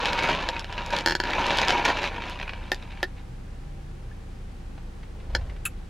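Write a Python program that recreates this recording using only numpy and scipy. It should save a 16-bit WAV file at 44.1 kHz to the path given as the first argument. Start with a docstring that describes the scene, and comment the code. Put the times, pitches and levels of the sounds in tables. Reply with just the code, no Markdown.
"""Stirring an iced drink in an idling car

An iced drink is stirred with a straw in a lidded plastic cup, heard close by in a parked, idling car.
Colliding ice drives resonances of the wall and the lid space; the straw sticks, slips and rings the lid.
The stirring dies away; after a sip, itself silent, the cup is lowered with rustling cloth, damped low
bumps and one more creak, and wet lips part. Engine orders and filtered noise lie beneath it all."""
import sys
import numpy as np
from scipy import signal
from scipy.fft import rfft, irfft, next_fast_len
from scipy.io import wavfile
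from scipy.ndimage import uniform_filter1d

SR = 44100
rng = np.random.default_rng(int(sys.argv[2]) if len(sys.argv) > 2 else 0)


def put_to_file(sound):
    """Save the sound as 16-bit audio at rate SR, in the file named by the first command-line argument."""
    columns = np.atleast_2d(sound).T  # one column per channel
    safe = np.clip(columns, -1, 1)
    whole_steps = np.round(safe * 32767)
    wavfile.write(sys.argv[1], SR, whole_steps.astype(np.int16))


N = 259749
TAPS = 4096  # length of a single short sound, in samples
BINS = np.fft.rfftfreq(TAPS, 1 / SR)
TIME = np.arange(N) / SR

# Spectrum of ice rubbing on ice. Each row: frequency in Hz, relative density in dB per Hz.
ICE_SPECTRUM = [(200, -6.5), (700, -5.5), (1300, -3.5), (1800, -2.5), (2050, -4.5), (2800, -2),
                (3500, -3.5), (4500, -8.5), (5600, -13), (7000, -20.5), (8200, -33.5), (11000, -36.5),
                (15500, -66)]


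def amp(db):
    """Inverts the level definition: an amplitude ratio is 10 to the power dB / 20."""
    return 10 ** (np.asarray(db) / 20)


def unit(x):
    """Normalizes by the root mean square, to rms 1."""
    return x / np.sqrt(np.mean(x ** 2) + 1e-20)


def read(points, hz):
    """Interpolates a spectrum linearly in value over logarithmic frequency."""
    f, value = np.transpose(points)
    return np.interp(np.log(hz + 1), np.log(f + 1), value)


def add(mix, s, sound):
    """Superposes a sound on the mix from time s in seconds."""
    part = mix[max(round(s * SR), 0):][:len(sound)]
    part += sound[:len(part)]


def colour(x, points):
    """Filters by multiplication in the frequency domain with (Hz, dB) points."""
    size = next_fast_len(len(x) + TAPS)
    gain = amp(read(points, np.fft.rfftfreq(size, 1 / SR)))
    return irfft(rfft(x, size) * gain, size)[:len(x)]


def lifts(rings):
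    """Sums the Lorentzian gain in dB of resonances (Hz, width in Hz, lift in dB)."""
    total_db = 0
    for hz, width, db in rings:
        lorentzian = 1 / (1 + (2 * (BINS - hz) / width) ** 2)
        total_db = total_db + 10 * np.log10(1 + (amp(db) ** 2 - 1) * lorentzian)
    return total_db


def wander(length, count):
    """Band-limited interpolation of count random values gives a smooth line of rms 1."""
    return unit(signal.resample(rng.standard_normal(count), length))


def octaves(centre_hz=3000):
    """Logarithmic pitch distance of every bin from the centre, constant more than an octave below."""
    return np.log2(np.maximum(BINS, centre_hz / 2) / centre_hz)


def click(db, smear_s=0.00054):
    """Minimum-phase impulse response of a body with this dB spectrum, blurred by dispersion."""
    log_gain = np.log(amp(np.maximum(db, -100)))
    circle = np.concatenate([log_gain, log_gain[-2:0:-1]])
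    # the Hilbert transform of the log gain gives the phase of a sharp start
    causal = np.exp(np.conj(signal.hilbert(circle)))[:len(BINS)]
    # bending waves cross the thin wall at their own speed for each frequency
    delay = smear_s * abs(wander(len(BINS), count=30))
    dispersion = np.exp(-2j * np.pi * np.cumsum(delay) * BINS[1])
    sound = irfft(causal * dispersion)
    return np.roll(sound, 10) * np.cos(np.linspace(0, np.pi / 2, TAPS))


def tap(db, peak_db, smear_s):
    """An impulsive blow: the impulse response scaled to a given peak."""
    sound = click(db, smear_s)
    return amp(peak_db) * sound / abs(sound).max()


def rub(db, peak_db, length_s, rise_s):
    """Friction excitation: a swelling and decaying burst of tiny catches drives the body."""
    t = TIME[:TAPS]
    catches = rng.standard_normal(TAPS) * (1 - np.exp(-t / rise_s)) * np.exp(-t / length_s)
    sound = signal.fftconvolve(catches, click(db))
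    return amp(peak_db) * sound / abs(sound).max()


def modal(modes, detune):
    """Modal superposition: resonances (Hz, width, dB) struck together; the grip shifts each a little."""
    total = 0
    for hz, width, db in modes:
        hz = hz * (1 + detune * rng.standard_normal())
        damping = 1j * BINS * width
        total = total + amp(db) * damping / (hz ** 2 - BINS ** 2 + damping)
    return 20 * np.log10(abs(total) + 1e-2)


def background():
    """Partially coherent noise: rumble mostly common to both channels, a vent tone and separate hiss."""
    # Cabin noise. Each row: frequency in Hz, relative density in dB per Hz.
    cabin_spectrum = [(21, -40), (35, -2), (54, -13.5), (125, -16.5), (179, -18.5), (203, -21.5),
                      (283, -21), (314, -27.5), (338, -21), (426, -29), (460, -25), (785, -39.5),
                      (892, -34.5), (1690, -36.5), (15500, -58.5)]
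    # Slope of the hiss at the very top. Each row: frequency in Hz, gain in dB.
    hiss_top = [(10000, 3), (13000, -3.5), (15500, -3)]
    # Left-right likeness. Each row: frequency in Hz, correlation from 0 to 1.
    likeness = [(60, 1), (130, .97), (290, 0.4), (640, 0.18), (1400, 0.1), (3100, 0.4), (7000, 0.37)]
    hz = np.fft.rfftfreq(N, 1 / SR)
    vent_db = np.interp(hz, BINS, lifts([(784, 29, 15.8)]))
    gain = amp(read(cabin_spectrum, hz) + read(hiss_top, hz) + vent_db)
    same = np.clip(read(likeness, hz), 0, 1)
    mid = rfft(rng.standard_normal(N)) * gain * np.sqrt(1 + same)
    side = rfft(rng.standard_normal(N)) * gain * np.sqrt(1 - same)
    return amp(-43) * unit(irfft([mid + side, mid - side], N))


def idle():
    """Engine orders: harmonics of a slightly unsteady firing rate."""
    # Engine orders. Each row: multiple of the firing rate, rms level in dB.
    orders = [(1, -40.5), (2, -45), (3, -49), (4, -55), (6, -56), (7, -59)]
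    firing_hz = 28.6
    turns = np.cumsum(firing_hz * (1 + 0.00887 * wander(N, count=30))) / SR
    out = np.zeros(N)
    for k, db in orders:
        level = np.sqrt(2) * amp(db + 0.17 * wander(N, count=40))
        out += level * np.sin(2 * np.pi * (round(k) * turns + rng.random()))
    return out


def effort():
    """Drive level of the ice in dB: spells of stirring with exponential decay, then fainter settling."""
    # Three spells of stirring; between them the straw pauses or sticks in the lid.
    # Each row of a spell: time in seconds, effort in dB.
    spells = [
        [(0.0, -29.5), (0.16, -32), (0.304, -26.5), (0.376, -32.5), (0.52, -38), (0.6, -36.5)],
        [(0.68, -44.5), (0.7, -41), (0.885, -40), (0.93, -31.5), (1.04, -42.5), (1.13, -41.5)],
        [(1.265, -32.5), (1.376, -28), (1.64, -29.5), (1.668, -32), (1.73, -28), (1.8, -30.5), (1.89, -32.5),
         (1.945, -34), (2.072, -40), (2.13, -39), (2.37, -43.5), (2.69, -49)],
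    ]
    rest_db_per_s = 217  # the ice comes to rest this fast when the straw stops
    # ice goes on settling, ever more faintly
    settle_from_s, settle_to_s, settle_db, settle_db_per_s = 2.74, 3.03, -49.5, 7
    settle_end_db = settle_db - settle_db_per_s * (settle_to_s - settle_from_s)
    settling = [(settle_from_s, settle_db), (settle_to_s, settle_end_db)]
    level = np.full(N, -90.)
    for rows in [*spells, settling]:
        s, db = np.transpose(rows)
        outside_s = np.maximum(s[0] - TIME, 0) + np.maximum(TIME - s[-1], 0)
        level = np.maximum(level, np.interp(TIME, s, db) - rest_db_per_s * outside_s)
    return level + 1.4 * wander(N, count=260)  # the hand moves unevenly, in dB


def tumbling(stir_db):
    """Energy addition: churn and crunch in dB follow the effort, and jammed cubes add bursts as they tumble."""
    # Cubes give way. Each row: start in seconds, length in seconds, relative crunch level in dB,
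    # relative push on the cup wall in dB.
    tumbles = [(0.047, 0.045, -29.5, -36), (0.174, 0.023, -27, -29.5), (0.219, 0.11, -30, -32),
               (0.775, 0.05, -39, -35.5), (0.931, 0.075, -33.5, -35), (1.543, 0.1, -30.5, -35),
               (1.686, 0.015, -23, -24.5), (1.846, 0.011, -20, -24), (1.875, 0.031, -27, -22.5),
               (1.966, 0.023, -29.5, -34), (2.014, 0.062, -29, -35.5), (2.198, 0.14, -41, -45.5),
               (2.82, 0.0097, -43, -66), (2.902, 0.02, -44, -66), (3.162, 0.04, -52.5, -59)]
    attack_s, t60_s = 0.0048, 0.093
    # the churn falls faster than the effort: dB per dB below a firm stroke in dB
    churn_follows, firm_db = 1.1, -31.5
    churn = amp(firm_db + churn_follows * (stir_db - firm_db) + 1) ** 2
    crunch = amp(stir_db - 1) ** 2
    for s, length, crunch_db, wall_db in tumbles:
        attack = np.clip((TIME - s) / attack_s, 0, 1)
        burst = attack * amp(-60 * np.maximum(TIME - s - length, 0) / t60_s)
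        churn = churn + (amp(wall_db) * burst) ** 2
        crunch = crunch + (amp(crunch_db) * burst) ** 2
    return 10 * np.log10(churn), 10 * np.log10(crunch)


def rattle(body_db, level_db, per_s, spread_db, vary_db, tilt_db, bend, count=24):
    """Random collisions follow the straw round the cup; each contact point detunes the body a little."""
    stir_turns_per_s = 2.6
    size = amp(spread_db * np.minimum(rng.exponential(1, N), 4)) * rng.choice([-1, 1], N)
    size = size * (rng.random(N) < per_s / SR)
    # collisions scatter over half a turn ahead of the circling point
    contact = np.floor(count * (stir_turns_per_s * TIME + rng.random(N) / 2)) % count
    out = np.zeros(N)
    for k in range(count):
        stretch = 1 + bend * np.sin(2 * np.pi * k / count)
        body = np.interp(BINS / stretch, BINS, body_db)
        uneven_db = vary_db * wander(len(BINS), count=36)
        bright_db = tilt_db * rng.uniform(-0.14, 1) * octaves()
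        grain = click(body + uneven_db + bright_db, smear_s=0.000603)
        out += signal.oaconvolve(size * (contact == k), unit(grain))[:N]
    # the stroke of the straw sets how much energy the collisions share
    power = abs(uniform_filter1d(out ** 2, size=1200))
    return amp(level_db) * out / np.sqrt(power + power.mean() / 100)


def slosh(level_db, count=28, cycles=14, glide=0.11):
    """Bubble resonance: small bubbles close behind the cubes, ring briefly and rise in pitch."""
    per_s, low_hz, high_hz = 150, 600, 3170
    t, out = TIME[:TAPS], np.zeros(N)
    size = rng.random(N) ** 2 * (rng.random(N) < per_s / SR)
    which = rng.integers(0, count, N)
    for k, hz in enumerate(np.geomspace(low_hz, high_hz, count)):
        age = t * hz / cycles
        envelope = (1 - np.exp(-t * hz)) * np.exp(-2 * age)
        ring = envelope * np.sin(2 * np.pi * hz * t * (1 + glide * age / 2))
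        out += signal.oaconvolve(size * (which == k), unit(ring))[:N]
    return amp(level_db - 10.5) * unit(out)


def knocks():
    """Impact of rigid bodies: the hardest single ice knocks are dispersed impulses of varied brightness."""
    # Each row: start in seconds, relative peak in dB, brightness in dB per octave.
    hard_knocks = [(0.056, -6.5, -0.5), (0.131, -12.5, 0.5), (0.189, -14, 0), (0.234, -20, 5),
                   (0.349, -13, -4.5), (0.427, -22, -1), (0.488, -8.5, 0.5), (0.5941, -17.5, 4),
                   (0.644, -19.5, -1), (0.726, -19.5, -0.5), (0.8613, -25, 8), (0.905, -23, 6),
                   (0.9313, -17.5, 3), (0.9645, -13, 2.5), (0.9864, -14, 3), (1.008, -19.5, 3),
                   (1.306, -15.5, -2.5), (1.4654, -17.5, 5.5), (1.506, -7.5, -6), (1.572, -16, 6),
                   (1.585, -7, 0), (1.6159, -9, 2), (1.65, -16.5, 1), (1.6826, -6.5, 2),
                   (1.705, -6.5, -1.5), (1.7226, -12.5, 0), (1.8589, -8.5, -7), (1.8866, -12, -7),
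                   (2.0402, -10.5, -5), (2.297, -29, 13), (2.7449, -22, 6)]
    # Sound of a single knock. Each row: frequency in Hz, relative density in dB per Hz.
    knock_spectrum = [(200, -6), (900, 3.5), (1200, -12.5), (1700, 7), (2100, -4.5), (3000, 2.5),
                      (4500, -2.5), (5400, -4.5), (6000, -14), (7000, -14), (8300, -26), (11000, -30),
                      (15500, -53)]
    out = np.zeros(N)
    for s, db, bright_db in hard_knocks:
        uneven_db = 2 * wander(len(BINS), count=44)
        body = read(knock_spectrum, BINS) + bright_db * octaves() + uneven_db
        add(out, s, tap(body, db - 2.5, smear_s=0.001007))
    return out


def thuds(wall):
    """Cushioned impact: cubes bump the cup wall through the drink, exciting its resonances."""
    # Each row: start in seconds, relative peak in dB.
    wall_thuds = [(0.083, -19), (0.238, -13), (0.29, -12.5), (0.492, -19.5), (0.695, -28), (0.934, -15.5),
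                  (1.383, -14), (1.75, -14.5), (2.18, -23.5), (2.429, -33)]
    out = np.zeros(N)
    for s, db in wall_thuds:
        add(out, s, rub(wall, db, length_s=0.0015, rise_s=0.0006))
    return out


def clinks():
    """Brief friction excites one resonance as single cubes clink and rub past each other."""
    # Each row: start in seconds, relative peak in dB, pitch in Hz.
    cube_clinks = [(0.563, -22, 2420), (0.778, -20.5, 2560), (1.332, -12.5, 2350), (1.629, -14, 2270),
                   (2.162, -29, 2250), (2.2208, -23.5, 2490), (2.2361, -24, 2320), (2.2837, -27.5, 2540),
                   (2.3882, -29, 2300), (2.398, -23.5, 2250), (2.4117, -21, 2510), (2.427, -24, 2390),
                   (2.4771, -24.5, 2620), (2.4921, -21, 2430), (2.533, -26.5, 2420), (2.973, -30.5, 2400)]
    out = np.zeros(N)
    for s, db, hz in cube_clinks:
        body = read(ICE_SPECTRUM, BINS) - 4 * octaves() + lifts([(hz, 260, 11)])
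        add(out, s, rub(body, db, length_s=0.003, rise_s=0.00045))
    return out


def ice():
    """Collision noise: cubes churn on the wall and crunch on each other; hard strokes add splinters."""
    # The filled cup. Each row: frequency in Hz, relative density in dB per Hz.
    cup_spectrum = [(60, -35), (130, -1), (200, 0.5), (340, 1.5), (450, -5), (750, -2.5), (1050, 0.5),
                    (1270, -10), (1600, 0), (2000, -10.5), (3000, -6), (6000, -53)]
    # Cup wall resonances. Each row: frequency in Hz, width in Hz, lift in dB.
    wall_rings = [(547, 130, 12.8), (799, 32, 6.7), (948, 38, 16.7), (1370, 170, 8.3)]
    # Resonances of the space under the lid. Each row: frequency in Hz, width in Hz, lift in dB.
    hollow_rings = [(1730, 160, 5.2), (2275, 51, 8.1), (2540, 400, 7.1), (4050, 440, 1.7)]
    churn_db, crunch_db = tumbling(effort())
    cubes = read(ICE_SPECTRUM, BINS) + lifts(hollow_rings)
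    wall = read(cup_spectrum, BINS) + lifts(wall_rings)
    churn = rattle(wall, churn_db - 2.0, per_s=1100, spread_db=1.7, vary_db=3, tilt_db=0.0, bend=0.034)
    crunch = rattle(cubes - 3.5 * octaves(), crunch_db - 2.5,
                    per_s=800, spread_db=2.5, vary_db=5, tilt_db=1.5, bend=0.028)
    # bright splinters grow faster than the crunch
    splinters_db = 1.62 * (crunch_db + 27.0) - 37.5
    splinters = rattle(cubes + 4 * octaves(), splinters_db,
                       per_s=450, spread_db=-0.5, vary_db=3.5, tilt_db=0.0, bend=0.026)
    return churn + crunch + splinters + slosh(churn_db) + knocks() + thuds(wall) + clinks()


def straw():
    """Stick-slip and impact: each slip snaps the lid and rings the straw; its knocks ring the whole cup."""
    # Slips in the lid. Each row: start in seconds, relative peak in dB, ring of the straw in dB,
    # brightness in dB per octave.
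    slips = [(1.0608, -4.5, 17, 2.5), (1.0737, -7, 13, -1), (1.084, -8, 19, 1.5), (1.0965, -10, 23, 0.5),
             (1.1083, -11.5, 21, 0), (1.1216, -9.5, 17, -0.5), (1.1515, -9.5, 17, 1), (1.201, -6, 16, -0.5),
             (1.237, -13.5, 14, -0.5), (1.253, -19, 18, -6), (5.3494, -10.5, 18, 1), (5.3505, -9.5, 25, -1)]
    # Modes of the lid. Each row: frequency in Hz, width in Hz, level in dB.
    lid_modes = [(366, 37, 22), (560, 136, 17), (912, 91, 26.5), (1516, 94, 25.5), (1697, 140, 29),
                 (1775, 42, 12), (2210, 180, 14), (2810, 116, 20), (3170, 220, 21), (4250, 350, 22.5),
                 (4630, 310, 14), (6620, 270, 24), (11300, 260, 17)]
    # How the snap of a slip drives the modes. Each row: frequency in Hz, gain in dB.
    snap = [(150, 12), (1000, 3.5), (5300, -1.5), (6200, -9.5), (7000, -16.5), (8800, -17.5), (15500, -28)]
    # Knocks on the cup. Each row: start in seconds, relative peak in dB, brightness in dB per octave.
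    clacks = [(2.7174, -9.5, 0), (3.029, -11.5, -1)]
    # Modes of the cup struck through the straw. Each row: frequency in Hz, width in Hz, level in dB.
    cup_modes = [(370, 35, 25.5), (553, 120, 19), (760, 130, 20), (1410, 59, 20), (1753, 50, 27),
                 (1798, 80, 25.5), (2510, 330, 13), (3190, 340, 13), (3700, 100, 15), (4400, 130, 11),
                 (5000, 250, 7), (10800, 710, 4.5)]
    # How the blow drives the modes. Each row: frequency in Hz, gain in dB.
    blow = [(150, -2.5), (500, 2.5), (5000, 0), (6200, -5.5), (9000, -12), (11400, -9.5), (15500, -21)]
    straw_hz, straw_width_hz = 5320, 170
    out = np.zeros(N)
    for s, db, straw_db, bright_db in slips:
        lid = modal(lid_modes + [(straw_hz, straw_width_hz, straw_db)], detune=0.014)
        body = lid + read(snap, BINS) + bright_db * octaves()
        add(out, s, tap(body, db - 0.63, smear_s=0.00064))
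    for s, db, bright_db in clacks:
        body = modal(cup_modes, detune=0.0063) + read(blow, BINS) + bright_db * octaves()
        add(out, s, tap(body, db + 0.8, smear_s=0.0012))
    return out


def traffic():
    """Low-pass transmission: of a motor outside only the lowest hum, a gliding sine, passes the windows."""
    # A distant motor swells and drops. Each row: time in seconds, frequency in Hz, peak level in dB.
    motor = [(3.1, 123.8, -59), (3.3, 124.5, -44), (3.45, 127, -54), (3.7, 144.2, -44),
             (3.88, 144.4, -45.5), (4.05, 120.7, -44.5), (4.25, 114.5, -51)]
    s, hz, db = np.transpose(motor)
    level_db = np.interp(TIME, s, db, left=-90, right=-90) + 2 * wander(N, count=90)
    return amp(level_db) * np.sin(2 * np.pi * np.cumsum(np.interp(TIME, s, hz)) / SR)


def pings(glide=0.077):
    """Cavity resonance: small air cavities ring, their pitch rising a little as they open."""
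    # A bubble in the drink and the opening mouth. Each row: start in seconds, relative peak in dB,
    # starting pitch in Hz, 60 dB decay time in seconds.
    cavities = [(4.113, -45, 1690, 0.034), (5.6558, -21, 2575, 0.023)]
    out, t = np.zeros(N), TIME[:TAPS]
    for s, db, hz, t60 in cavities:
        envelope = (1 - np.exp(-t / 0.0018)) * amp(-60 * t / t60)
        tone = np.sin(2 * np.pi * hz * t * (1 + glide * t / t60 / 2))
        add(out, s, amp(db) * envelope / envelope.max() * tone)
    return out


def fingers():
    """Soft friction: fingers and straw brush the cup in blurred bursts around one resonance."""
    # Each row: start in seconds, relative peak in dB, pitch in Hz.
    brushes = [(4.776, -39.5, 800), (5.029, -39.5, 2370), (5.2, -43.5, 2540), (5.378, -45, 600),
               (5.41, -41, 700), (5.495, -36, 2140), (5.561, -42, 2430)]
    out = np.zeros(N)
    for s, db, hz in brushes:
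        body = read(ICE_SPECTRUM, BINS) - 4 * octaves() + lifts([(hz, 450, 9)])
        add(out, s, rub(body, db, length_s=0.0072, rise_s=0.0016))
    return out


def sleeve():
    """Friction noise: padded cloth slides in uneven brushes as the cup is lowered."""
    # Each row: time in seconds, relative level in dB.
    rustle = [(5.15, -48), (5.24, -45), (5.33, -40), (5.42, -39), (5.5, -43), (5.58, -50), (5.7, -67)]
    # Colour of the cloth. Each row: frequency in Hz, relative density in dB per Hz.
    cloth = [(100, 19.5), (250, -9), (500, 3.5), (900, -5), (2500, -14), (5000, -24), (12000, -52)]
    level_db = np.interp(TIME, *np.transpose(rustle), left=-100, right=-100) + 3 * wander(N, count=500)
    return amp(level_db - 2.0) * unit(colour(rng.standard_normal(N), cloth))


def bumps():
    """Heavily damped oscillation: low thuds pass through the seat as the arm comes down."""
    # Each row: start in seconds, envelope peak in dB, frequency in Hz.
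    arm_bumps = [(5.289, -25.5, 52.4), (5.324, -24.5, 40.6), (5.349, -26, 78), (5.379, -32, 72),
                 (5.416, -25.5, 70), (5.477, -28.5, 47.6), (5.536, -32, 42.4)]
    out, t = np.zeros(N), TIME[:SR // 4]
    age = t / 0.0095
    for s, db, hz in arm_bumps:
        add(out, s, amp(db) * age * np.exp(1 - age) * np.sin(2 * np.pi * hz * t))
    return out


def lips():
    """Rupture noise: a wet film tears in a few quick, decaying spurts as the lips part."""
    # Each row: start in seconds, relative peak in dB.
    smacks = [(5.652, -25), (5.6527, -18.5), (5.657, -26), (5.661, -19.5)]
    # Colour of the lips. Each row: frequency in Hz, relative density in dB per Hz.
    lip_spectrum = [(300, -9), (950, -19), (1200, 7), (2000, 0), (3800, -2), (4500, -8), (6000, -12),
                    (6700, 5), (7400, 2.5), (8800, -6), (10300, 5), (12500, -3), (14000, -18), (15300, -14)]
    out, t = np.zeros(N), TIME[:TAPS]
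    for s, db in smacks:
        tear = rng.standard_normal(TAPS) * np.exp(-t / 0.0041)
        sound = signal.fftconvolve(tear, click(read(lip_spectrum, BINS)))
        add(out, s, amp(db) * sound / abs(sound).max())
    return out


def scatter(hold_s, t60):
    """Diffuse reflection: dense echoes of energy 1 favour no band, keep up for hold_s, then die away."""
    t = TIME[:TAPS]
    fade = amp(-60 * np.maximum(t - hold_s, 0) / t60) * (t > .002)
    taps = rfft(rng.standard_normal(TAPS) * fade)
    flat = taps / np.sqrt(uniform_filter1d(abs(taps) ** 2, size=9))
    even = irfft(flat) * np.minimum(fade * 2, 1)
    return even / np.linalg.norm(even)


def cabin(x, count=6):
    """Early and late reflection: near glass answers in a burst, the rest of the cabin faintly."""
    glass_db, glass_hold_s, glass_t60_s, cabin_echo_db = -8.5, 0.012, 0.05, -17.5
    mid = x.copy()
    reflected = colour(x, [(2000, 0.83), (6000, 0.16), (14000, 1.3)])
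    # several random echo tails are blended in slowly changing shares
    shares = np.array([wander(N, count=50) for _ in range(count)])
    for share in shares / np.linalg.norm(shares, axis=0):
        glass = amp(glass_db) * scatter(glass_hold_s, glass_t60_s)
        echoes = glass + amp(cabin_echo_db) * scatter(hold_s=0, t60=0.19)
        mid += signal.oaconvolve(reflected * share, echoes)[:N]
    return mid


def sideways(x):
    """Decorrelation: diffuse echoes form the part that differs between the channels, mostly treble."""
    # Side against mid. Each row: frequency in Hz, gain in dB.
    width = [(60, -42), (200, -42), (380, -30), (700, -49), (2400, -36), (4400, -18), (8100, -9),
             (14000, 0)]
    return colour(signal.oaconvolve(x, scatter(hold_s=0.0014, t60=0.072))[:N], width)


def scene():
    """Superposition: the cup, the lips and the sleeve in the cabin, over the idling car."""
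    # level of the lid and cup sounds in the channel difference, against the rest
    lid_side_db = 7
    small = ice() + pings() + lips() + sleeve() + fingers()
    lid = straw()
    mid = cabin(small + lid)
    side = sideways(small + amp(lid_side_db) * lid)
    near = amp(0.5) * np.array([mid + side, mid - side])
    return near + bumps() + idle() + traffic() + background()


def record(dry):
    """Band limitation: a linear-phase low-pass removes the extreme treble."""
    edge_hz = 15900
    low_pass = signal.firwin(511, edge_hz, window=("kaiser", 9), fs=SR)
    return signal.oaconvolve(dry, low_pass[None], "same")


dry = scene()
out = record(dry)
put_to_file(out)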